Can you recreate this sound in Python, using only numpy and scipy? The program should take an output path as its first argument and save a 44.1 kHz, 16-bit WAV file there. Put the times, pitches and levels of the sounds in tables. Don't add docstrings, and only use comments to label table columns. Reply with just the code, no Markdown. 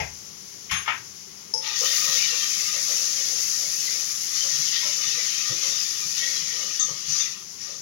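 import sys
import numpy as np
from scipy import signal
from scipy.fft import rfft, irfft, next_fast_len
from scipy.io import wavfile
from scipy.ndimage import uniform_filter1d

SR = 44100
rng = np.random.default_rng(int(sys.argv[2]) if len(sys.argv) > 2 else 0)


def dump_mix(stems):
    frames = np.atleast_2d(stems).T
    limited = np.clip(frames, -1, 1)
    pcm = np.round(limited * 32767).astype(np.int16)
    wavfile.write(sys.argv[1], SR, pcm)


N = 344421
TIME = np.arange(N) / SR

# (f/Hz, level/dB)
RUMBLE_SPECTRUM = [(20, -44), (45, -19), (75, -6.5), (110, -3.5), (160, -1), (270, -8.5), (380, -0.5),
                   (550, -12), (900, -15), (3000, -12.5)]
# (t/s, level/dB, centre f/Hz, T60/s)
STOVE_BUMPS = [(.003, -34, 75, 0.45), (.01, -34.5, 146.5, 0.26), (0.719, -34.5, 84, 0.32),
               (0.729, -36, 160, 0.22), (.895, -49.5, 105, 0.73), (2.083, -44, 143, 0.19),
               (4.524, -44, 146.4, 0.43), (4.585, -42.5, 145, 0.27), (5.062, -46.5, 149, 0.31),
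               (5.499, -35, 146, 0.23), (5.515, -40, 370, 0.32), (6.051, -44, 153, 0.27),
               (6.42, -41.5, 149, 0.18), (6.902, -40, 145, 0.27), (6.904, -47, 383, 0.18),
               (7.082, -37.5, 145.5, 0.24)]
# (t/s, level/dB, rise/s, T60/s, low f/Hz, high f/Hz)
KNOCK_BANDS = [(0, -21, 0.0007, 0.08, 450, 1000), (0, -30.5, 0.0017, 0.078, 4500, 6000),
               (0, -22, 0.0007, 0.084, 1500, 2840), (0.691, -30, 0.008, 0.12, 1490, 3620),
               (.709, -20, 0.0027, 0.29, 1000, 3700), (.707, -23.5, 0.007, 0.12, 4200, 13700),
               (.857, -28, .004, 0.13, 1210, 2880), (.876, -17, 0.002, 0.17, 1010, 3100),
               (.877, -18, 0.0007, 0.03, 860, 1270), (.876, -37, .002, .14, 3500, 6000)]
# (f/Hz, bandwidth/Hz, level/dB)
CAVITY_MODES = [(540, 97, 2), (960, 82, -17), (1210, 158, -5.5)]
# (t/s, duration/s, level/dB, lowest mode f/Hz)
CAVITY_SOUNDS = [(1.6, 0.16, -45, 880), (1.795, 0.063, -32.5, 522), (1.868, 0.09, -42.5, 560),
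                 (2.021, 0.12, -36.5, 540), (2.11, 0.085, -41, 540), (2.298, 0.086, -40, 511),
                 (2.728, 0.058, -36.5, 550), (2.86, 0.079, -41, 550), (3.136, 0.092, -45, 540),
                 (4.425, 0.053, -39.5, 556), (4.56, 0.05, -48, 540), (4.813, 0.1, -39.5, 580),
                 (4.798, 0.092, -46, 1000), (5.16, 0.049, -42.5, 563), (5.48, 0.057, -39, 537),
                 (5.612, 0.074, -38.5, 540), (6.195, 0.067, -48, 580), (6.873, 0.045, -37.5, 520),
                 (7.657, 0.067, -47.5, 550)]
# (f/Hz, level/dB, T60/s)
SPOON_MODES = [(491, -15.5, 0.18), (550, -17.5, 0.31), (880, -12, 0.084), (4900, -27, 0.039),
               (5190, 4, 0.025), (5140, -6, 0.033), (5240, 6, 0.027), (5850, -17, 0.059), (6190, -7, 0.077),
               (9950, -8, 0.063), (10240, -12, 0.055)]
WALL_MODES = [(1222, -14, 0.44), (1865, -14, 0.16), (3180, -36, 0.17), (3610, -2.5, 0.12), (4360, -5, 0.12),
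              (6040, -5, 0.07), (6130, -3, 0.046), (6090, 7, 0.064), (6530, 5, 0.16), (7290, 4, 0.073),
              (8040, 10, 0.073)]
# (t/s, spoon level/dB, wall level/dB)
SPOON_BLOWS = [(1.537, -17.5, -77), (1.544, -48, -63), (1.577, -22.5, -62), (6.795, -60, -23),
               (6.815, -53, -26.5), (7.188, -56, -42)]
# (t/s, duration/s, f/Hz, level/dB)
SQUEAK_NOTES = [(.7, 0.096, 6430, -32), (0.692, 0.085, 5480, -39), (0.703, 0.098, 9920, -33),
                (2.35, 0.12, 1827, -40), (2.39, 0.071, 1190, -42), (2.665, 0.057, 1233, -39),
                (3.828, 0.07, 4220, -32), (4.365, 0.081, 3110, -31.5), (4.69, 0.17, 1878, -40),
                (4.699, 0.051, 4650, -25), (4.728, 0.072, 3593, -33), (5.168, 0.062, 2312, -35.5),
                (5.695, 0.048, 3640, -32.5), (5.727, 0.12, 5056, -27.5), (6.168, 0.18, 1914, -34),
                (6.438, 0.16, 1884, -41.5), (7.08, 0.21, 6030, -31), (7.117, 0.073, 5000, -30),
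                (7.127, 0.12, 6580, -30), (7.13, 0.055, 1198, -45), (7.181, 0.072, 3644, -31),
                (7.57, 0.09, 5650, -39)]
# (t/s, duration/s, drag level/dB, wetted steel's hiss level/dB, bare steel contact 0-1)
SPOON_STROKES = [(1.608, 0.15, -33.5, -44, 0.54), (1.81, 0.28, -31, -34, 0.5),
                 (2.084, 0.37, -31.5, -47, 0.84), (2.487, 0.29, -38, -39, 1), (2.848, 0.4, -38.5, -34, .85),
                 (3.283, 0.41, -53, -47, 0.3), (3.79, 0.19, -43, -31, 0.95), (4.315, 0.37, -40.5, -27, 1),
                 (4.7, 0.063, -31, -34, 0.9), (4.81, 0.15, -38, -30.5, 0.84), (4.987, 0.29, -36, -31, 0.95),
                 (5.29, 0.29, -36, -38.5, 0.6), (5.603, 0.18, -36, -31, .58), (5.8, .16, -42.5, -47, 0.2),
                 (6.128, .24, -36.5, -32.5, 1), (6.484, 0.21, -40, -39, 1), (7.05, 0.16, -38, -27, 0.83),
                 (7.563, 0.12, -45.5, -38.5, 0.5)]
# (f/Hz, level/dB)
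RASP_SPECTRUM = [(600, -36), (950, -24), (1050, -17), (1140, -11), (1290, -8), (1400, -6.5), (1700, -12.5),
                 (1860, 6.5), (2020, -5.5), (2400, -1.5), (3300, 0), (4300, 3.5), (7000, -10)]
# (t/s, hiss level/dB, spray level/dB)
BOILING_LEVELS = [(0.3, -45, -55), (1.5, -47, -59.5), (1.71, -38, -57), (1.79, -27, -47),
                  (1.92, -27.5, -37), (2.17, -26, -40), (2.3, -28.5, -43), (2.45, -28.5, -39.5),
                  (3.6, -28.5, -39.5), (4.2, -32.5, -40.5), (5.55, -30, -46), (5.88, -30.5, -41.5),
                  (6.7, -32.5, -48.5), (7.0, -35, -55), (7.42, -43.5, -55), (7.8, -40, -59)]
# (f/Hz, level/dB)
HISS_SPECTRUM = [(300, -29), (800, -39), (1500, -12.5), (2100, -11), (3500, -12), (4700, 5), (7000, 3.5),
                 (8500, -1.5), (11000, -8), (16000, -21)]
SPRAY_SPECTRUM = [(5000, -18.5), (7500, 10), (9000, -1), (11000, 4), (16000, 0)]
FLASH_SPECTRUM = [(7000, -35), (9000, 9), (12000, -10), (14500, 14), (16000, 4)]
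# (f/Hz, level/dB)
LEFT_RESPONSE = [(100, -1.5), (3500, 3.5), (4400, 0.5), (5200, 5), (5900, 9), (6500, 7), (7000, 2),
                 (7500, -7), (8000, -21), (9000, -31), (10000, -43), (13000, -36), (15700, -16)]
RIGHT_RESPONSE = [(100, -9), (1200, -7.5), (2000, -11), (4000, -10.5), (5700, -15.5), (7000, -18),
                  (8300, -20), (9200, -9.5), (10300, -2.5), (11100, -1.5), (12200, -6.5), (13400, -12),
                  (15500, -5.5)]

STROKE_ATTACK_S, STROKE_RELEASE_S, STROKE_SAG_DB_PER_S = 0.054, 0.16, 6.5
STIR_FROM_S, STIR_UNTIL_S, GRAZE_DB, GRAZE_BARE = 1.64, 7.3, -44, 0.8
ROOM_T60_S, ECHO_TO_DIRECT_DB = 0.27, 3
LEFT_LAG_SAMPLES, CUTOFF_HZ = 42, 15950


def undb(db):
    return 10 ** (np.asarray(db) / 20)


def unit(x):
    return x / np.sqrt(np.mean(x ** 2))


def shape(x, gain):
    size = next_fast_len(len(x) + 8192)
    hz = np.maximum(np.arange(size // 2 + 1) * SR / size, 1)
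    return irfft(rfft(x, size) * gain(hz), size)[:len(x)]


def colour(x, spectrum):
    hz, db = np.transpose(spectrum)
    return shape(x, lambda f: undb(np.interp(np.log(f), np.log(hz), db)))


def resonate(x, hz, width_hz):
    b, a = signal.iirpeak(hz, hz / width_hz, fs=SR)
    return signal.lfilter(b, a, signal.lfilter(b, a, x))


def wander(rate_hz):
    hold = int(SR / rate_hz)
    steps = np.repeat(rng.standard_normal(N // hold + 1), hold)
    return 0.81 * uniform_filter1d(uniform_filter1d(steps, hold), hold)[:N]


def pops(per_s, spread_db):
    happens = rng.random(N) < per_s / SR
    return happens * rng.choice([-1, 1], N) * undb(spread_db * np.minimum(rng.exponential(size=N), 6))


def fade(t, t60):
    return np.exp(-np.log(1000) * t / t60)


def add(track, s, sound):
    start = max(int(s * SR), 0)
    track[start:start + len(sound)] += sound[:N - start]


def swell(hz, width_hz, length):
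    settle = 512
    note = resonate(rng.standard_normal(int(length * SR) + settle), hz, width_hz)[settle:]
    return unit(note) * np.hanning(len(note))


def room(x):
    t = TIME[:SR // 2]
    shared, *separate = rng.standard_normal((3, len(t)))
    coherence = lambda hz: 1 / (1 + (hz / 750) ** 2)
    common = shape(shared, lambda hz: np.sqrt(coherence(hz)))
    channels = []
    for noise in separate:
        own = shape(noise, lambda hz: np.sqrt(1 - coherence(hz)))
        echoes = (common + own) * fade(t, ROOM_T60_S) * (t > 0.002)
        response = (t == 0) + undb(ECHO_TO_DIRECT_DB) * echoes / np.linalg.norm(echoes)
        channels.append(signal.fftconvolve(x, response / np.linalg.norm(response))[:N])
    return np.array(channels)


def background():
    rumble = unit(colour(rng.standard_normal(N), RUMBLE_SPECTRUM)) * undb(0.44 * wander(8.3))
    hum = unit(resonate(rng.standard_normal(N), hz=194.6, width_hz=12))
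    return undb(-43.5) * rumble + undb(-60) * hum


def bumps():
    out, t = np.zeros(N), TIME[:SR // 2]
    for s, db, hz, t60 in STOVE_BUMPS:
        modes_hz = hz * (np.array([0.8, 1, 1.2]) + 0.052 * rng.standard_normal(3))
        cycles = np.outer(modes_hz, t) + rng.random((3, 1))
        boom = np.array([0.7, 1.3, 0.7]) @ np.sin(2 * np.pi * cycles)
        add(out, s, undb(db) * boom * np.minimum(t / 0.0015, 1) * fade(t, t60))
    return out


def knocks():
    out, t = np.zeros(N), TIME[:SR // 2]
    for s, db, rise, t60, low_hz, high_hz in KNOCK_BANDS:
        band = lambda hz: 1 / (1 + (low_hz / hz) ** 6) / (1 + (hz / high_hz) ** 8)
        body = unit(shape(rng.standard_normal(len(t)), band))
        attack = np.minimum(t / rise, 1)
        add(out, s, undb(db) * body * attack * fade(np.maximum(t - rise, 0), t60))
    return out


def pot_cavity():
    hollow_notes, squelch = np.zeros((2, N))
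    for s, length, db, lowest_hz in CAVITY_SOUNDS:
        tuning = lowest_hz / CAVITY_MODES[0][0]
        for hz, width_hz, mode_db in CAVITY_MODES:
            add(hollow_notes, s, undb(db + mode_db) * swell(hz * tuning, width_hz, length))
    for hz, width_hz, db in CAVITY_MODES:
        gain = undb(db + 7 * wander(12))
        squelch += gain * resonate(pops(per_s=1500, spread_db=2.8), hz, 2 * width_hz)
    motion = np.interp(TIME, [1.55, 1.8, 6.6, 7.8], [0.3, 1, 0.96, 0.25])
    return hollow_notes + undb(-52) * motion * unit(squelch)


def clinks():
    out, t = np.zeros(N), TIME[:SR // 2]
    attack = np.minimum(t / 0.0012, 1)
    for s, spoon_db, wall_db in SPOON_BLOWS:
        for modes, blow_db in ((SPOON_MODES, spoon_db), (WALL_MODES, wall_db)):
            ring = 0
            for hz, db, t60 in modes:
                detuned_hz = hz * (1 + 0.0031 * rng.standard_normal())
                ring += undb(db) * fade(t, t60) * np.sin(2 * np.pi * detuned_hz * t)
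            grit = resonate(rng.standard_normal(len(t)) * fade(t, 0.045), hz=8100, width_hz=1500)
            add(out, s, undb(blow_db) * (ring + undb(4) * grit) * attack)
    return out


def squeaks():
    out = np.zeros(N)
    for s, length, hz, db in SQUEAK_NOTES:
        add(out, s, undb(db) * swell(hz, width_hz=50, length=length))
    return out


def pressure(s, length):
    release = s + max(length, STROKE_ATTACK_S)
    return np.interp(TIME, [s, s + STROKE_ATTACK_S, release, release + STROKE_RELEASE_S], [0, 1, 1, 0])


def strokes():
    drag_power = (undb(GRAZE_DB) * pressure(STIR_FROM_S, STIR_UNTIL_S - STIR_FROM_S)) ** 2
    steel_power = GRAZE_BARE ** 2 * drag_power
    flare_power = np.zeros(N)
    for s, length, drag_db, hiss_db, bare in SPOON_STROKES:
        push = pressure(s, length) * undb(-STROKE_SAG_DB_PER_S * np.maximum(TIME - s, 0))
        drag_power += (undb(drag_db) * push) ** 2
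        steel_power += (bare * undb(drag_db) * push) ** 2
        flare_power += (undb(hiss_db) * push) ** 2
    return np.sqrt([drag_power, steel_power, flare_power])


def chatter(per_s, low_hz, high_hz, mean_length_s, spread_db):
    out = np.zeros(N)
    for when, pitch, size, hold in rng.random((int(per_s * N / SR), 4)):
        hz = low_hz + (high_hz - low_hz) * pitch
        note = swell(hz, width_hz=114, length=mean_length_s * (0.5 + hold))
        add(out, when * N / SR, undb(spread_db * size) * note)
    return unit(out)


def stirring(drag, on_steel):
    grip = undb(0.95 * wander(14))
    rasp = diffuse_pops(per_s=7000, spread_db=2.5, spectrum=RASP_SPECTRUM) * undb(0.28 * wander(40))
    notes = chatter(per_s=230, low_hz=2000, high_hz=6200, mean_length_s=0.055, spread_db=8)
    slips = pops(per_s=5000, spread_db=3.5)
    wall = np.zeros(N)
    for hz, db, _ in WALL_MODES:
        coupling = undb(db + 8.7 * np.tanh(wander(16)))
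        food_damping = 1 / (1 + (hz / 3000) ** 4)
        wall += coupling * food_damping * resonate(slips, hz, width_hz=91)
    scrape = undb(2) * rasp + room(undb(-7.5) * unit(wall))
    return grip * (drag * scrape + on_steel * room(undb(4) * notes))


def diffuse_pops(per_s, spread_db, spectrum):
    return np.array([unit(colour(pops(per_s, spread_db), spectrum)) for _ in range(2)])


def steam(flare):
    times, hiss_db, spray_db = np.transpose(BOILING_LEVELS)
    hiss_gain = np.hypot(undb(np.interp(TIME, times, hiss_db)), flare)
    spray_gain = np.hypot(undb(np.interp(TIME, times, spray_db)), undb(-23.5) * flare)
    flow = undb(1.03 * wander(40) + 0.13 * wander(9))
    hiss = hiss_gain * diffuse_pops(per_s=16000, spread_db=1.5, spectrum=HISS_SPECTRUM)
    spray = spray_gain * diffuse_pops(per_s=25000, spread_db=3.5, spectrum=SPRAY_SPECTRUM)
    flicker_db = 1.4 * wander(16)
    first_wetting = np.interp(TIME, [1.72, 1.85, 2.15, 2.27], [0, 1, 1, 0])
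    flash = first_wetting * diffuse_pops(per_s=13000, spread_db=1, spectrum=FLASH_SPECTRUM)
    return flow * (undb(1.5) * hiss + undb(12 + flicker_db) * spray) + undb(-27) * flash


def scene():
    drag, on_steel, flare = strokes()
    pot = steam(flare) + stirring(drag, on_steel)
    echoing = room(pot_cavity() + squeaks() + clinks() + knocks())
    return pot + echoing + bumps() + background()


def record(dry):
    left = colour(np.pad(dry[0], (LEFT_LAG_SAMPLES, 0))[:N], LEFT_RESPONSE)
    right = colour(dry[1], RIGHT_RESPONSE)
    low_pass = signal.ellip(10, 0.2, 80, CUTOFF_HZ, fs=SR, output="sos")
    return signal.sosfilt(low_pass, [left, right])


dry = scene()
out = record(dry)
dump_mix(out)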